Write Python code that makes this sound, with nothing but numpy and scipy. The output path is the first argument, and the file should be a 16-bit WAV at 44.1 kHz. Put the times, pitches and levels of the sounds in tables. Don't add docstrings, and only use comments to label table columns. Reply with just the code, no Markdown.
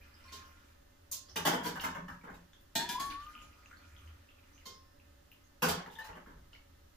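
import sys
import numpy as np
from scipy import signal
from scipy.fft import rfft, irfft, next_fast_len
from scipy.io import wavfile

SR = 44100
rng = np.random.default_rng(int(sys.argv[2]) if len(sys.argv) > 2 else 0)


def gain_from_db(level_db):
    decades = np.asarray(level_db, float) / 20
    return 10 ** decades


def int16_out(signal):
    q = np.round(np.clip(np.atleast_2d(signal).T, -1, 1) * 32767)
    wavfile.write(sys.argv[1], SR, q.astype(np.int16))


N = 306997

# (frequency [Hz], level per Hz [dB])
AIR_COLOUR = [(8.8, -3.5), (15, 0.5), (84, -2), (125, -9.5), (169, -13.5), (269, -9), (455, -16),
              (575, -26), (726, -18), (1790, -18.5), (2270, -26), (2700, -22), (4180, -24.5), (11600, -31),
              (14700, -27), (16000, -32)]
# (frequency [Hz], likeness [-1..1])
AIR_LIKENESS = [(60, 0.99), (180, 0.92), (550, -0.33), (1650, 0.17), (4970, 0.021), (15000, -0.17)]
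# (frequency [Hz], difference [dB])
AIR_TILT = [(60, -15), (150, 4.5), (380, -3), (950, -5), (2380, 1.5), (5980, -6.5), (15000, 3.5)]
# (frequency [Hz], width [Hz], level [dB])
MOTOR_LINES = [(282.6, 13, -83), (568, 47, -79.5), (1270, 47, -88.5), (1787, 9.3, -89.5), (2060, 13, -90.5)]
# (time [s], level [dB], width [s])
HUM_SWELLS = [(.3, -64.5, 0.24), (1.45, -60, 0.14), (1.8, -60, 0.19), (2.12, -57, 0.027),
              (2.35, -54, 0.035), (3.2, -68.5, 0.13), (4.03, -54, 0.19), (5.72, -49, 0.052),
              (6.11, -64, 0.13), (6.38, -71, 0.045), (6.77, -62, 0.067)]
# (time [s], level [dB], width [s])
FLOOR_SHAKES = [(.02, -63, 0.065), (1.45, -66, 0.15), (1.9, -60, 0.21), (2.34, -60, 0.057),
                (3.1, -62, 0.37), (3.45, -65, 0.11), (4.03, -72, 0.089), (4.58, -60, 0.018),
                (5.65, -70, 0.3), (6.1, -62, 0.082), (6.38, -56, 0.13)]

# (time [s], level [dB])
TRICKLE_LEVELS = [
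    [(0.0, -59.5), (0.1, -67), (0.338, -57), (0.53, -66.5), (0.69, -68), (0.9, -100)],
    [(3.1, -39), (3.152, -74), (3.296, -58.5), (3.492, -65.5), (3.982, -65.5), (4.076, -66), (4.324, -75.5),
     (4.7, -64)],
]
# (frequency [Hz], level per Hz [dB])
TRICKLE_COLOUR = [(200, 8), (600, -22), (1300, 2.5), (2500, -6), (4000, -13), (7000, -15.5), (14000, -22)]
# (time [s], level [dB])
SPRAY_LEVELS = [
    (2.76, -60),
    (2.8, -66),
    (2.88, -56),
    (2.92, -45.5),
    (2.99, -74),
    (3.05, -48),
    (3.15, -76),
    (3.3, -80),
]

# (time [s], level [dB], pitch [Hz])
HIGH_DRIPS = [(0.1416, -59, 4930), (0.241, -63, 5400), (0.3494, -63, 4840), (0.458, -63, 5670),
              (1.2594, -62, 4700), (1.296, -54, 5180), (1.297, -55.5, 5850), (3.4216, -60, 6750),
              (3.6586, -66.5, 6350), (3.7704, -61, 4300), (3.9799, -67, 6150), (4.0612, -71, 6300),
              (4.5482, -62.5, 6230), (4.533, -66, 5900), (5.316, -62, 14300), (5.4415, -67, 6300),
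              (5.6344, -40, 4500), (6.5486, -67, 4380)]
# (time [s], level [dB], pitch [Hz])
BASIN_DRIPS = [(1.3635, -35.5, 2860), (1.551, -47, 3040), (1.7998, -40.5, 2880), (1.8894, -65, 2060),
               (1.9558, -49, 1010), (2.2127, -60, 2260), (2.5332, -57.5, 3400), (5.7477, -46, 3200),
               (5.8618, -51, 1280), (5.902, -58, 3430), (5.956, -60, 3180), (5.9612, -53, 1800),
               (6.13, -56.5, 2780), (6.5319, -53.5, 2880), (6.5347, -63.5, 1380), (6.5504, -56.5, 2170),
               (1.366, -40, 3700), (1.362, -40, 5950), (5.627, -27, 1036), (5.63, -31, 492),
               (5.658, -30.5, 435), (5.715, -35.5, 1240), (2.1, -48, 1600), (5.925, -60, 2870),
               (5.995, -54.5, 2940), (6.03, -60, 2500), (1.47, -34, 3260), (1.5, -51, 3280),
               (1.38, -41, 405), (5.64, -38, 780)]
# (time [s], level [dB], pitch [Hz])
JAR_DRIPS = [(3.1014, -54, 2900), (3.235, -60, 2900), (3.266, -63, 2860), (3.3343, -62, 2970),
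             (3.3521, -55, 2900), (3.3777, -53, 2840), (3.4164, -59, 2850), (3.6591, -60, 2700),
             (3.712, -53, 1430), (3.7294, -55, 1620), (3.8494, -69, 2800), (3.9647, -57, 3250),
             (4.0753, -60, 2960), (4.2892, -59, 2640), (4.308, -63.5, 3200), (4.385, -63, 2530),
             (4.579, -61, 2820), (4.9988, -62, 2600), (5.3165, -55.5, 2750), (3.714, -58, 2000),
             (3.716, -58, 1270), (3.742, -60, 1560), (3.432, -66, 2950), (3.39, -59, 2900),
             (3.53, -63, 2600), (3.99, -63, 2920), (4.44, -67, 2800)]
# (time [s], level [dB], pitch [Hz])
RINGING_DRIPS = [(0.2813, -56.5, 4250), (0.3244, -67, 4140), (1.6626, -43, 4360), (5.953, -52, 3480),
                 (5.989, -58, 3560), (6.018, -53, 3900), (1.585, -46, 3130), (1.645, -44, 3170),
                 (1.583, -41, 945), (1.648, -37.5, 944), (1.845, -51, 5930), (1.85, -51, 7000),
                 (1.888, -56, 3600), (1.665, -50, 5270), (5.76, -56, 4050), (5.79, -59, 3000),
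                 (6.05, -63, 4200), (6.15, -65, 2900)]
# (time [s], level [dB], pitch [Hz])
TICKS = [(1.1148, -44, 9300), (1.129, -42, 6000), (1.798, -44, 3400), (1.839, -40, 1140), (1.95, -54, 2640),
         (1.7, -59, 2560), (3.1, -65, 1200), (2.9, -61, 4800), (2.4, -75, 2500), (2.3, -63, 2000),
         (5.862, -53, 1770), (6.262, -54.5, 1290), (2.611, -65, 15500), (2.611, -70, 12000),
         (2.533, -62, 1700), (1.95, -60, 6000), (5.862, -59.5, 3800), (2.533, -67, 6000)]
# (time [s], level [dB], pitch [Hz])
THUMPS = [
    (1.47, -37, 320),
    (1.975, -41, 176),
    (2.085, -49.5, 150),
    (2.756, -46, 195.6),
    (3.09, -49, 288),
    (5.63, -41, 253),
    (6.27, -60, 332),
]
# (time [s], level [dB], pitch [Hz])
CLOSE_RINGS = [(.285, -63, 1060), (.326, -63, 3500), (.33, -66, 7100), (.34, -65, 4950), (1.372, -47, 3620),
               (1.39, -50, 2000), (1.462, -41, 2900), (1.466, -40, 2050), (1.525, -43, 930),
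               (1.845, -45, 2100), (2.082, -60, 2950), (2.084, -51, 1800), (2.086, -54, 820),
               (2.341, -67, 3800), (4.657, -63, 3144), (6.1, -59, 880), (6.165, -58, 1750)]
# (time [s], level [dB], pitch [Hz])
CLOSE_DROPS = [
    (3.103, -58, 2900),
    (3.266, -61, 2980),
    (3.352, -58, 2600),
    (3.381, -61, 2800),
    (3.417, -60, 2600),
    (3.659, -61, 2550),
    (5.861, -54, 1900),
]
# (time [s], level [dB], pitch [Hz])
LIFT_RING = [
    (5.987, -5.5, 1750),
    (6.008, -10.5, 1810),
]

# (time [s], level [dB], upper modes relative [dB])
TAPS = [
    (.249, -58, -18),
    (.3243, -50, -12),
    (1.117, -59, -31),
    (4.6578, -51, -2),
]
# (frequency [Hz], level [dB], t60 [s])
EMPTY_CUP = [(1061, -1, .47), (2116, -8, .28), (3144, 0, .2), (3500, -11, .2), (3750, -11, .15),
             (4215, -9, .2), (4750, -12, .6), (5340, -8, .6), (5862, -7, .15), (6272, -12, .2),
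             (6665, -12, .2)]
# (time [s], level [dB], upper modes relative [dB])
RIM_HITS = [
    (2.7545, -32, 0),
    (2.889, -41, 1),
    (2.998, -46, 2),
]
# (frequency [Hz], t60 [s], first knock [dB], second knock [dB], third
# knock [dB])
RIM_MODES = [(1841, .38, -9, -16, -16), (2024, .3, -25, -20, -20), (2330, .3, -15, -10, -14),
             (2439, .4, -12, -13, -17), (2790, .25, -14, -17, -17), (2960, .16, -9, -8, -10),
             (3221, .42, -9, -7, -9), (3362, .2, -6, -12, -2), (3464, .4, -6, -4, -14),
             (3866, .28, -7, -6, -14), (4144, .22, -4, -8, -8), (4311, .3, -6, -20, -18),
             (4514, .3, -18, -18, -18), (4622, .3, -18, -18, -11), (4787, .35, -16, -18, -18),
             (5008, .28, -22, -4, -12), (5235, .2, -12, -12, -16), (3774, .25, -7, -16, -16),
             (6035, .16, -16, -5, -14), (6350, .3, -17, -16, -16), (6600, .25, -18, -18, -8),
             (7235, .3, -18, -10, -17)]
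# (time [s], level [dB], upper modes relative [dB])
FULL_BOUNCE = [
    (2.796, -47, -.5),
]
# (frequency [Hz], level [dB], t60 [s])
FULL_RING = [(2439, -14, .5), (3219, -3, .5), (3461, 1, .4), (4145, -5, .3), (4312, -5, .3), (4514, -7, .4),
             (4786, -7, .45), (5685, -12, .4)]
# (time [s], level [dB], upper modes relative [dB])
EMPTY_BOUNCE = [
    (4.688, -62, -.5),
]
# (frequency [Hz], level [dB], t60 [s])
EMPTY_RING = [(2482, -7, .24), (3413, -4, .4), (3666, -4, .38), (3957, -1, .2), (4215, -1, .2),
              (4720, -4, .6), (5346, 2, .7), (7262, -8, .26)]

# (time [s], body [dB], then relative to it thud [dB], clack [dB], splash [dB])
TOUCHES = [
    (0.32, -61, 6, 15.5, 10),
    (.351, -68, -21, 13, 11.5),
    (1.113, -56.5, -9, -49, 24),
    (1.122, -70, -8, 27.5, -30),
    (1.282, -61, -4.5, 5, -7),
    (4.654, -56, 4, 10.5, 6),
    (6.523, -61.5, -20, -0.5, -13),
]
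# (frequency [Hz], width [Hz], level [dB])
WET_RIM = [(155, 28, 3), (376, 35, -4.5), (4200, 400, -10), (6400, 1300, -10.5)]
# (low [Hz], high [Hz])
TOUCH_BANDS = [(150, 500), (500, 2000), (2750, 5500), (5000, 15500)]
# (time [s], body [dB], thud relative [dB], brightness relative [dB], contact [ms])
FIRST_SCOOP = [(1.357, -32, -8, -6, 6.9), (1.45, -23, -6.5, -9, 6.7), (1.465, -28, -6, -5, 6),
               (1.529, -30.5, -3, -14.5, 5.5), (1.6, -43.5, -4, -19, 9), (1.628, -37.5, -4, -8, 20),
               (1.65, -36, 1, -5, 14), (1.754, -36, -22, -18, 4.9), (1.806, -44.5, -10, -2, 5.2),
               (1.836, -28.5, -13, -14.5, 6.5), (1.857, -51.5, 7.5, -33, 6.7),
               (1.946, -36, -12.5, -23.5, 5.8), (1.973, -58.5, 10.5, -32, 6.2),
               (2.08, -40.5, -7, -20.5, 4.3), (2.118, -69, 3, 0, 6), (2.234, -46.5, -2, -22.5, 6),
               (2.269, -43.5, -5, -41, 6), (2.294, -54, 4.5, -15.5, 7.4), (2.339, -57, -19, -7.5, 5.2)]
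# (time [s], body [dB], thud relative [dB], brightness relative [dB], contact [ms])
SECOND_SCOOP = [(5.62, -26, -5, -6, 6.3), (5.649, -32.5, -1.5, -7.5, 6), (5.683, -31.5, -8.5, -1, 6.2),
                (5.778, -40.5, -9, -39, 9.4), (5.859, -45, -5, -22, 5.2), (5.905, -66, -49, 6.5, 24),
                (5.984, -47, -37, -9, 5.3), (6.04, -49, -17, -5.5, 9.6), (6.087, -44, -9, -38, 4.1),
                (6.15, -46.5, -5.5, -20, 9.9), (6.261, -52.5, 1, -20, 7.4), (6.299, -56.5, 0, -19, 4.8),
                (6.369, -65, -2, -12, 6)]
# (frequency [Hz], width [Hz], level [dB])
BASIN = [(170.7, 22.3, 8), (257, 25, 2), (414, 90, -5), (770, 9.3, -52), (936, 324, 1.5), (970, 36, -20),
         (1600, 650, -4.5), (2960, 320, -3), (3370, 210, -6), (4500, 68, -96)]
# (low [Hz], high [Hz])
SCOOP_BANDS = [(150, 500), (500, 2000), (2200, 5500), (5500, 15500)]
# (time [s], level [dB], the clack 5 dB below it, then relative to the level thud [dB],
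# body [dB], splash [dB])
RIM_KNOCKS = [
    (2.7525, -35, -0.5, 0, 4.5),
    (2.795, -32, -10.5, -29, -13),
    (2.8892, -37, -6, -6.5, -1.5),
    (2.997, -34.5, -12, -9, -6),
    (3.0998, -38, -28, -35, -22),
    (3.199, -46.5, -23, -32, -20),
    (3.416, -63, 2.5, -32, 0),
    (5.315, -71, -4, -34, 2),
]
# (frequency [Hz], width [Hz], level [dB])
JAR = [(150, 68, 1.5), (276, 34, 5), (357, 37, 2), (406, 33, 7), (780, 420, 12), (3600, 2600, -14)]
# (low [Hz], high [Hz])
RIM_BANDS = [(140, 450), (620, 900), (1400, 4600), (5200, 14000)]

# (time [s], pitch [Hz], level [dB])
SING = [(2.756, 888, -41), (2.8, 909, -44), (2.848, 942, -41), (2.866, 977, -61), (2.902, 949, -41),
        (2.942, 996, -49.5), (2.96, 988, -32.5), (2.973, 1012, -47), (2.984, 1000, -35), (2.992, 1140, -46),
        (3.004, 1075, -36), (3.032, 1117, -40), (3.056, 1118, -37), (3.134, 1115, -45), (3.158, 1112, -40),
        (3.21, 1166, -49.5), (3.248, 1177, -53), (3.258, 1190, -79)]
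# (time [s], pitch [Hz], level [dB])
SING_HIGH = [
    (2.756, 1580, -51),
    (2.888, 1697, -62),
    (2.896, 1686, -50),
    (2.99, 1672, -61),
    (3.006, 1784, -58),
    (3.07, 1760, -59),
    (3.2, 1806, -66),
    (3.25, 1760, -75),
]
# (time [s], pitch [Hz], level [dB])
SING_END = [(3.254, 1205, -63), (3.272, 1210, -49), (3.3, 1216, -53.5), (3.312, 1220, -63),
            (3.342, 1225, -68), (3.36, 1233, -53), (3.374, 1226, -65), (3.426, 1224, -57),
            (3.47, 1237, -66), (3.52, 1242, -75), (3.6, 1250, -70), (3.69, 1257, -75), (4.0, 1255, -79),
            (4.15, 1260, -82)]
# (time [s], pitch [Hz], level [dB])
SING_LIFT = [
    (5.96, 931, -62),
    (5.984, 888, -57),
    (5.992, 886, -54.5),
    (6.07, 869, -53),
    (6.12, 877, -77),
    (6.2, 840, -74),
]

# (frequency [Hz], t60 [s])
KITCHEN = [(120, 0.53), (330, 0.33), (870, 0.35), (2300, 0.35), (6000, 0.3), (14000, 0.17)]
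# (frequency [Hz], likeness [-1..1])
TABLE_LIKENESS = [(100, 1), (250, 0.96), (370, 0.8), (520, 0.0089), (1000, 0.076), (4000, 0.0046)]
# (frequency [Hz], difference [dB])
TABLE_TILT = [(60, -5), (120, -4), (240, -5), (480, -1), (950, 1), (1890, -0.5), (3770, -1.5), (7520, -11),
              (15000, 18)]
# (frequency [Hz], half width [Hz], level [dB])
MIC_DIP = (8380, 1060, -6)


def evened(x):
    return x / np.sqrt(np.mean(x ** 2) + 1e-20)


def unit(x):
    return x / np.linalg.norm(x)


def read(points, hz):
    f, value = np.transpose(points)
    return np.interp(np.log(hz + 1), np.log(f + 1), value)


def track(rows, column):
    rows = np.array(rows)
    return np.interp(np.arange(N) / SR, rows[:, 0], rows[:, column], -140, -140)


def add(mix, s, sound):
    part = mix[round(s * SR):][:len(sound)]
    part += sound[:len(part)]


def resonate(x, hz, width):
    turn = np.exp(2j * np.pi * np.cumsum(hz * np.ones(len(x))) / SR)
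    r = np.exp(-np.pi * width / SR)
    return 2 * (turn * signal.lfilter([1 - r], [1, -r], x / turn)).real


def ports(a, b, same, tilt):
    hz = np.fft.rfftfreq(len(a), 1 / SR)
    likeness = np.clip(read(same, hz), -1, 1)
    left = rfft(a)
    right = likeness * left + np.sqrt(1 - likeness ** 2) * rfft(b)
    lean = gain_from_db(read(tilt, hz) * (1 - likeness ** 2) / 2)
    return irfft([left * lean, right / lean], len(a))


def swells(rows):
    t = np.arange(N) / SR
    return sum(gain_from_db(db) * np.exp(-((t - s) / width) ** 2) for s, db, width in rows)


def air():
    size = next_fast_len(N)
    hz = np.fft.rfftfreq(size, 1 / SR)
    tone, motor, rumble, shake = rfft(rng.standard_normal((4, 2, size)))
    lines = sum(gain_from_db(db) / np.sqrt(w) / (1 + (2 * (hz - f) / w) ** 2) for f, w, db in MOTOR_LINES)
    pair = gain_from_db(-64.5) * evened(irfft(tone * gain_from_db(read(AIR_COLOUR, hz)), size))
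    pair = pair + gain_from_db(49) * irfft(motor * lines, size)
    rumble = evened(irfft(rumble[0] / (1 + ((hz - 81) / 7.5) ** 2), size)[:N])
    rumble *= (gain_from_db(-68) + swells(HUM_SWELLS)) * gain_from_db(-2)
    shake = evened(irfft(shake[0] / (1 + ((hz - 44) / 35) ** 2), size)[:N])
    shake *= (gain_from_db(-71) + swells(FLOOR_SHAKES)) * gain_from_db(-3)
    return ports(*pair, AIR_LIKENESS, AIR_TILT)[:, :N] + rumble + shake


def trickle(per_s=500, gain_db=-32, cycles=3.9, spray_hz=4000):
    out, u = np.zeros(N), np.arange(512)
    for hz in np.geomspace(250, 14000, num=24):
        births = (rng.random(N) < per_s / 24 / SR).astype(float)
        bubble = unit(np.exp(-u * hz / SR / cycles) * np.sin(2 * np.pi * hz * u / SR))
        out += gain_from_db(read(TRICKLE_COLOUR, hz)) * np.sqrt(hz) * signal.oaconvolve(births, bubble)[:N]
    fine = signal.sosfilt(signal.butter(2, spray_hz, "high", fs=SR, output="sos"), out)
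    flow = evened(out) * sum(gain_from_db(track(rows, column=1)) for rows in TRICKLE_LEVELS)
    spray = evened(fine) * gain_from_db(track(SPRAY_LEVELS, column=1))
    return gain_from_db(gain_db) * (flow + spray)


def drips(rows, cycles, gain_db=-8, glide=0.0023, swell=0.29):
    out, t = np.zeros((3, N)), np.arange(4096) / SR
    for k, (s, db, hz) in enumerate(rows):
        n = t * hz
        shape = np.exp(-n / cycles) * (1 - np.exp(-n / (cycles * swell)))
        ring = shape * np.sin(2 * np.pi * n * (1 + glide * n / 2))
        add(out[k % 3], s, gain_from_db(db + gain_db) * unit(ring))
    return out


def falling_drops():
    bubbles = drips(HIGH_DRIPS, 8) + drips(BASIN_DRIPS, 5) + drips(JAR_DRIPS, 3.5)
    return bubbles + drips(RINGING_DRIPS, 14) + drips(TICKS, 1.2) + drips(THUMPS, 3)


def close_rings():
    rings = drips(CLOSE_RINGS, 30, gain_db=25.5, glide=0.0001, swell=0.1)
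    drops = drips(CLOSE_DROPS, 4, gain_db=23.5, swell=0.2)
    lift = drips(LIFT_RING, 36, glide=0.0001, swell=0.08)
    return (rings + drops + lift).sum(0)


def clinks(hits, modes):
    out, t = np.zeros((2, N)), np.arange(SR // 2) / SR
    hz, peak_db, t60 = np.transpose(modes)[:, :, None]
    attack = 1 - np.exp(-t / 0.0015)
    for s, db, upper_db in hits:
        scatter = rng.standard_normal((2, 2, len(modes), 1)) * np.minimum(hz / 6000, 1)
        for side, (spot, turn) in zip(out, scatter):
            level_db = peak_db + upper_db * (hz > hz[0]) + 2 * spot
            ring = gain_from_db(level_db - 60 * t / t60) * np.sin(2 * np.pi * hz * t + turn)
            add(side, s, gain_from_db(db) * ring.sum(0) * attack)
    return out


def cup_rings():
    out = clinks(TAPS, EMPTY_CUP)
    for k, hit in enumerate(RIM_HITS):
        modes = [(hz, db[k], t60) for hz, t60, *db in RIM_MODES]
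        out = out + clinks([hit], modes)
    return out


def cup_bounces():
    return clinks(EMPTY_BOUNCE, EMPTY_RING) + clinks(FULL_BOUNCE, FULL_RING)


def knocks(rows, body, bands, rise=0.42):
    out, t = np.zeros((3, N)), np.arange(4096) / SR
    filters = [signal.butter(4, band, "band", fs=SR, output="sos") for band in bands]
    for k, (s, *band_db, contact_s) in enumerate(rows):
        grit = rng.standard_normal(4096) * gain_from_db(1.6 * rng.standard_normal(4096))
        grit *= np.exp(-t / contact_s) * (1 - np.exp(-t / contact_s / rise))
        ringing = np.zeros(4096)
        for hz, width, db in body:
            detune = 1 + min(hz / 15000, 0.08) * (2 * rng.random() - 1)
            ringing += gain_from_db(db) * resonate(grit, hz * detune, width)
        grit = grit + 4 * ringing
        blow = sum(gain_from_db(db) * unit(signal.sosfilt(f, grit)) for f, db in zip(filters, band_db))
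        add(out[k % 3], s, blow)
    return out


def basin_blows():
    touches = [(s, db + thud, db, db + clack, db + splash, 0.008)
               for s, db, thud, clack, splash in TOUCHES]
    scoops = [(s, db + thud, db, db + bright, db + bright + 0.5, ms * 0.001)
              for s, db, thud, bright, ms in FIRST_SCOOP + SECOND_SCOOP]
    return knocks(touches, WET_RIM, TOUCH_BANDS) + knocks(scoops, BASIN, SCOOP_BANDS)


def rim_blows():
    rows = [(s, db + thud, db + body, db - 5, db + splash, 0.0028)
            for s, db, thud, body, splash in RIM_KNOCKS]
    return knocks(rows, JAR, RIM_BANDS)


def singing(rows, waver, width=14):
    hz = np.maximum(track(rows, column=1), 0)
    tone = np.sqrt(2) * np.sin(2 * np.pi * np.cumsum(hz) / SR)
    edge = evened(resonate(rng.standard_normal(N), hz, width))
    return gain_from_db(track(rows, column=2)) * (tone + waver * edge)


def cup_song():
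    pour = singing(SING, waver=0.15) + singing(SING_HIGH, waver=0.8, width=40)
    return pour + singing(SING_END, waver=0.4, width=30) + singing(SING_LIFT, waver=0.7, width=60)


def kitchen(sources, build_s=0.0023, direct_db=17, bend=1.132, early=0.21, early_s=0.06):
    out, t = np.zeros((2, N)), np.arange(16384) / SR
    for source in sources:
        hz, frame_s, z = signal.stft(rng.standard_normal((2, 16384)), SR, nperseg=256)
        decay = gain_from_db(-60 * (frame_s / read(KITCHEN, hz)[:, None]) ** bend)
        tail = signal.istft(z * decay, SR, nperseg=256)[1][:, :16384]
        tail *= 1 - np.exp(-t / build_s)
        tail *= 1 + early * np.exp(-t / early_s)
        tail[:, 64] += gain_from_db(direct_db)
        pair = ports(*tail, TABLE_LIKENESS, TABLE_TILT)
        out += signal.oaconvolve(source[None], pair, axes=1)[:, 64:N + 64]
    return out


def scene():
    drops, cup, song = falling_drops(), cup_rings(), cup_song()
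    spots = gain_from_db(-5.5) * basin_blows() + gain_from_db(-6) * rim_blows() + drops
    spots[0] += trickle()
    echoed = gain_from_db(-35) * cup[0] + gain_from_db(-48) * song
    direct = song + gain_from_db(25) * drops.sum(0) + close_rings()
    near = cup + gain_from_db([[1.6], [-1.6]]) * np.array([direct, np.roll(direct, shift=2)])
    return kitchen([*spots, echoed]) + near + air() + cup_bounces()


def top_cut(x):
    return signal.sosfilt(signal.butter(12, 16480, fs=SR, output="sos"), x)


def record(dry):
    hz, width, db = MIC_DIP
    corners = [0, hz - width, hz, hz + width, SR / 2]
    dip = signal.firwin2(127, corners, [1, 1, gain_from_db(db), 1, 1], fs=SR)
    edge = np.convolve(signal.firwin(255, 15400, fs=SR), dip)[None]
    return top_cut(signal.oaconvolve(dry, edge, "same"))


dry = scene()
out = record(dry)
int16_out(out)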